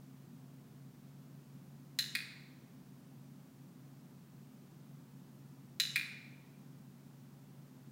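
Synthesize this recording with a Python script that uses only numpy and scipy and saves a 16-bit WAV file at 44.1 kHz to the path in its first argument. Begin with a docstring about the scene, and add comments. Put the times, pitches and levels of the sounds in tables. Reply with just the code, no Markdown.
"""A bare room with a rubber floor: a few metres away, a dog trainer works a handheld clicker twice.
Each press buckles the steel tongue with a bright snap; on release it springs back with a lower one.
The walls answer every snap with quick echoes and a tail that darkens as it fades.
Underneath lies a faint, steady bed of duct rumble, blower and mains hum, and microphone hiss."""
import sys
import numpy as np
from scipy import signal
from scipy.fft import rfft, irfft
from scipy.io import wavfile

SR = 44100
rng = np.random.default_rng(int(sys.argv[2]) if len(sys.argv) > 2 else 0)


def master_out(mix):
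    """Clip the mix to full scale and print it as 16-bit PCM to the path in sys.argv[1]."""
    frames = np.transpose(np.atleast_2d(mix))
    ceiling = np.clip(frames, -1, 1)
    pcm = np.round(ceiling * 32767).astype(np.int16)
    wavfile.write(sys.argv[1], SR, pcm)


N = 348831

# tongue pressed down: t/s, level/dB, main mode f/Hz, its boost/dB, treble/dB, hand hollow f/Hz, boost/dB
PRESS_CUES = [(1.9882, 8.5, 4073, 4.5, -6.5, 1780, 5.5), (5.7992, 13, 4010, 1.5, -18, 2400, 4.5)]
# tongue let go: same columns
RELEASE_CUES = [(2.1511, 8.46, 2440, -1, -22, 4620, 6.1), (5.9585, 9.2, 2400, 4.5, -13, 2320, 2.6)]
# ring of the buckled tongue in its plastic case: f/Hz, width/Hz, level/dB
BUCKLED_MODES = [(1980, 330, -19.5), (2440, 370, -23), (2965, 96, -8.5), (3820, 160, -3.5), (4074, 75, 3),
                 (4630, 260, -14.5), (5220, 600, -13), (6300, 500, -15), (6800, 390, -18),
                 (7280, 160, -13.5), (8920, 470, -16), (10800, 610, -13.5), (12300, 670, -14),
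                 (14350, 1100, -17)]
# ring of the tongue back at rest: f/Hz, width/Hz, level/dB
RELAXED_MODES = [(1730, 130, -22), (1970, 160, -10.5), (2200, 180, -3.5), (2400, 81, -0.5),
                 (3460, 320, -14), (3900, 640, -11), (5070, 290, -42), (6800, 900, -28), (7600, 390, -20),
                 (8950, 660, -16), (9500, 300, -18), (10900, 450, -16.5), (12400, 840, -19),
                 (14240, 1200, -12.5)]
# round trips of bending waves in tongue and case: t/s
BENDING_TRIPS = [.00014, .00029, 0.00056]
# early reflections off floor, walls and ceiling: delay/s, level/dB, low-pass f/Hz
REFLECTIONS = [(.0036, 0, 15000), (.0048, -10.5, 9000), (.0100, -3, 4000), (0.0187, -9, 18110),
               (0.0366, -9, 5000), (.0525, -8, 3500), (.072, -16.5, 5000)]
# decay of the reverb tail: f/Hz, T60/s
TAIL_DECAY = [(1000, 1.2), (2400, 0.87), (4000, 0.85), (7000, 0.7), (11000, 0.39), (15000, 0.36)]
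# colour of the tail against the direct snap: f/Hz, level/dB
TAIL_COLOUR = [(1000, 0.7), (2400, -0.067), (4000, -1.2), (7000, 1.1), (11000, 0.062), (15000, -2)]
# colour of the air in the ducts: f/Hz, relative level/dB
DUCT_COLOUR = [(25, -33.5), (55, -34), (80, -24.5), (103, -20.5), (120, -11.5), (160, -8.5), (180, -7.5),
               (260, -8.5), (292, -16.5), (350, -19.5), (460, -25.5), (1000, -29.5), (2000, -36.5),
               (3500, -39)]
# resonances of the ducts that lift the rumble: f/Hz, width/Hz, boost/dB
DUCT_MODES = [(163, 5.6, 4.5), (259.4, 10.5, 2.5), (332.4, 11.7, 3.5), (397, 11, 3.5)]
# tones of the blower and the mains: f/Hz, level/dB
BLOWER_AND_MAINS = [(138.9, -59.5), (258.8, -71.5), (184.6, -72), (121.7, -76.5)]
# colour of the microphone hiss: f/Hz, relative level/dB
HISS_COLOUR = [(3500, -1.5), (6000, -2), (10500, -5), (13500, -3), (16000, -1)]


def snaps(cues, modes, radiate_hz=1420, treble_hz=5500, hollow_width_hz=450, size=4096):
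    """The tongue flips and rings; the grip sets the pitch and level of its strongest mode."""
    out = np.zeros(N)
    flip = disperse(signal.unit_impulse(size) + 1e-18)
    main = np.argmax(np.array(modes)[:, 2])
    for onset_s, level_db, main_hz, main_db, treble_db, hollow_hz, hollow_db in cues:
        ring = np.zeros(size)
        for k, (hz, width, db) in enumerate(modes):
            if k == main:
                hz, db = main_hz, db + main_db
            ring += from_db(db) * resonate(flip, hz, width)
        # the fingers shade the treble and the hollow of the hand adds its own colour
        ring += (from_db(treble_db) - 1) * (ring - cut(ring, treble_hz, "low", order=1))
        ring += (from_db(hollow_db) - 1) * resonate(ring, hollow_hz, hollow_width_hz)
        start = round(onset_s * SR)
        # a case this small radiates almost no bass
        out[start:start + size] += from_db(level_db) * cut(ring, radiate_hz, "high", order=4)
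    return out


def disperse(kick, feedback=0.74):
    """Bending waves run to and fro and leak out bit by bit: the attack smears but keeps its colour."""
    for trip_s in BENDING_TRIPS:
        loop = np.r_[1, np.zeros(round(trip_s * SR) - 1), feedback]
        kick = signal.lfilter(loop[::-1], loop, kick)  # all-pass
    return kick


def room(source, build_s=0.0014, scatter_db=-6, scatter_s=0.015):
    """Direct sound, early reflections, scatter off nearby bodies and a tail whose top end dies first."""
    t, hz = np.arange(SR) / SR, np.fft.rfftfreq(SR, 1 / SR)
    response = signal.unit_impulse(SR)
    for delay_s, db, dull_hz in REFLECTIONS:
        slap = signal.unit_impulse(SR, round(delay_s * SR)) + 1e-18
        response += from_db(db) * cut(slap, dull_hz, "low")
    scatter = rng.standard_normal(SR) * np.exp(-t / scatter_s)
    response += from_db(scatter_db) * scatter / np.linalg.norm(scatter)
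    white = rfft(rng.standard_normal(SR))
    edges_hz = np.geomspace(400, 18000, 18)
    for low, high in zip(edges_hz, edges_hz[1:]):
        centre = np.sqrt(low * high)
        decay = np.exp(-np.log(1000) * t / at_hz(TAIL_DECAY, centre))
        envelope = decay * (1 - np.exp(-t / build_s))
        band = irfft(white * ((hz >= low) & (hz < high)), SR)
        response += from_db(at_hz(TAIL_COLOUR, centre)) * band * envelope / np.linalg.norm(envelope)
    return signal.fftconvolve(source, response)[:N]


def duct_rumble(level_db=-58.5, top_hz=3500):
    """Air rumbles in the ducts, lifted by the resonances of the ducts themselves."""
    air = cut(coloured_noise(DUCT_COLOUR), top_hz, "low")
    boom = sum((from_db(db) - 1) * resonate(air, hz, width) for hz, width, db in DUCT_MODES)
    return from_db(level_db) * unit_rms(air + boom)


def hum(waver_hz=0.94, waver_per_s=5, throb_db=2, throb_per_s=6):
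    """Blower and mains tones; turbulence makes each one waver in pitch and level."""
    out = np.zeros(N)
    for hz, db in BLOWER_AND_MAINS:
        phase = 2 * np.pi * np.cumsum(hz + waver_hz * drift(waver_per_s)) / SR
        throb = from_db(throb_db * drift(throb_per_s))
        out += from_db(db) * unit_rms(np.sin(phase) * throb)
    return out


def hiss(level_db=-71.5, low_hz=3500):
    """The thin, even hiss of the microphone."""
    return from_db(level_db) * unit_rms(cut(coloured_noise(HISS_COLOUR), low_hz, "high"))


def resonate(x, hz, width):
    """One resonance with gain 1 at its peak."""
    radius = np.exp(-np.pi * width / SR)
    poles = [1, -2 * radius * np.cos(2 * np.pi * hz / SR), radius ** 2]
    return signal.lfilter(np.array([1, 0, -1]) * (1 - radius ** 2) / 2, poles, x)


def cut(x, hz, kind, order=2):
    """Butterworth low- or high-pass."""
    return signal.sosfilt(signal.butter(order, hz, kind, fs=SR, output="sos"), x)


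def coloured_noise(colour):
    """Steady noise shaped by an EQ curve."""
    gain = from_db(at_hz(colour, np.fft.rfftfreq(N, 1 / SR)))
    return irfft(rfft(rng.standard_normal(N)) * gain, N)


def drift(per_s):
    """Smooth random modulation at unit RMS."""
    points = rng.standard_normal(int(2 * per_s * N / SR) + 2)
    return unit_rms(signal.resample(points, N))


def at_hz(curve, hz):
    """Read a curve on a log-frequency axis."""
    f, value = np.transpose(curve)
    return np.interp(np.log(np.maximum(hz, 1)), np.log(f), value)


def from_db(db):
    """Decibels to gain."""
    return 10 ** (np.asarray(db) / 20)


def unit_rms(x):
    """Normalise to an RMS of 1."""
    return x / np.sqrt(np.mean(x ** 2) + 1e-20)


def scene():
    """Mono mix: the clicker in the room over the background bed."""
    clicker = snaps(PRESS_CUES, BUCKLED_MODES) + snaps(RELEASE_CUES, RELAXED_MODES)
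    return (room(clicker) + duct_rumble() + hum() + hiss())[None]


def record(dry, cutoff_hz=15850):
    """A steep low-pass takes the very top off the mix."""
    return signal.sosfilt(signal.ellip(12, .1, 80, cutoff_hz, fs=SR, output="sos"), dry)


dry = scene()
out = record(dry)
master_out(out)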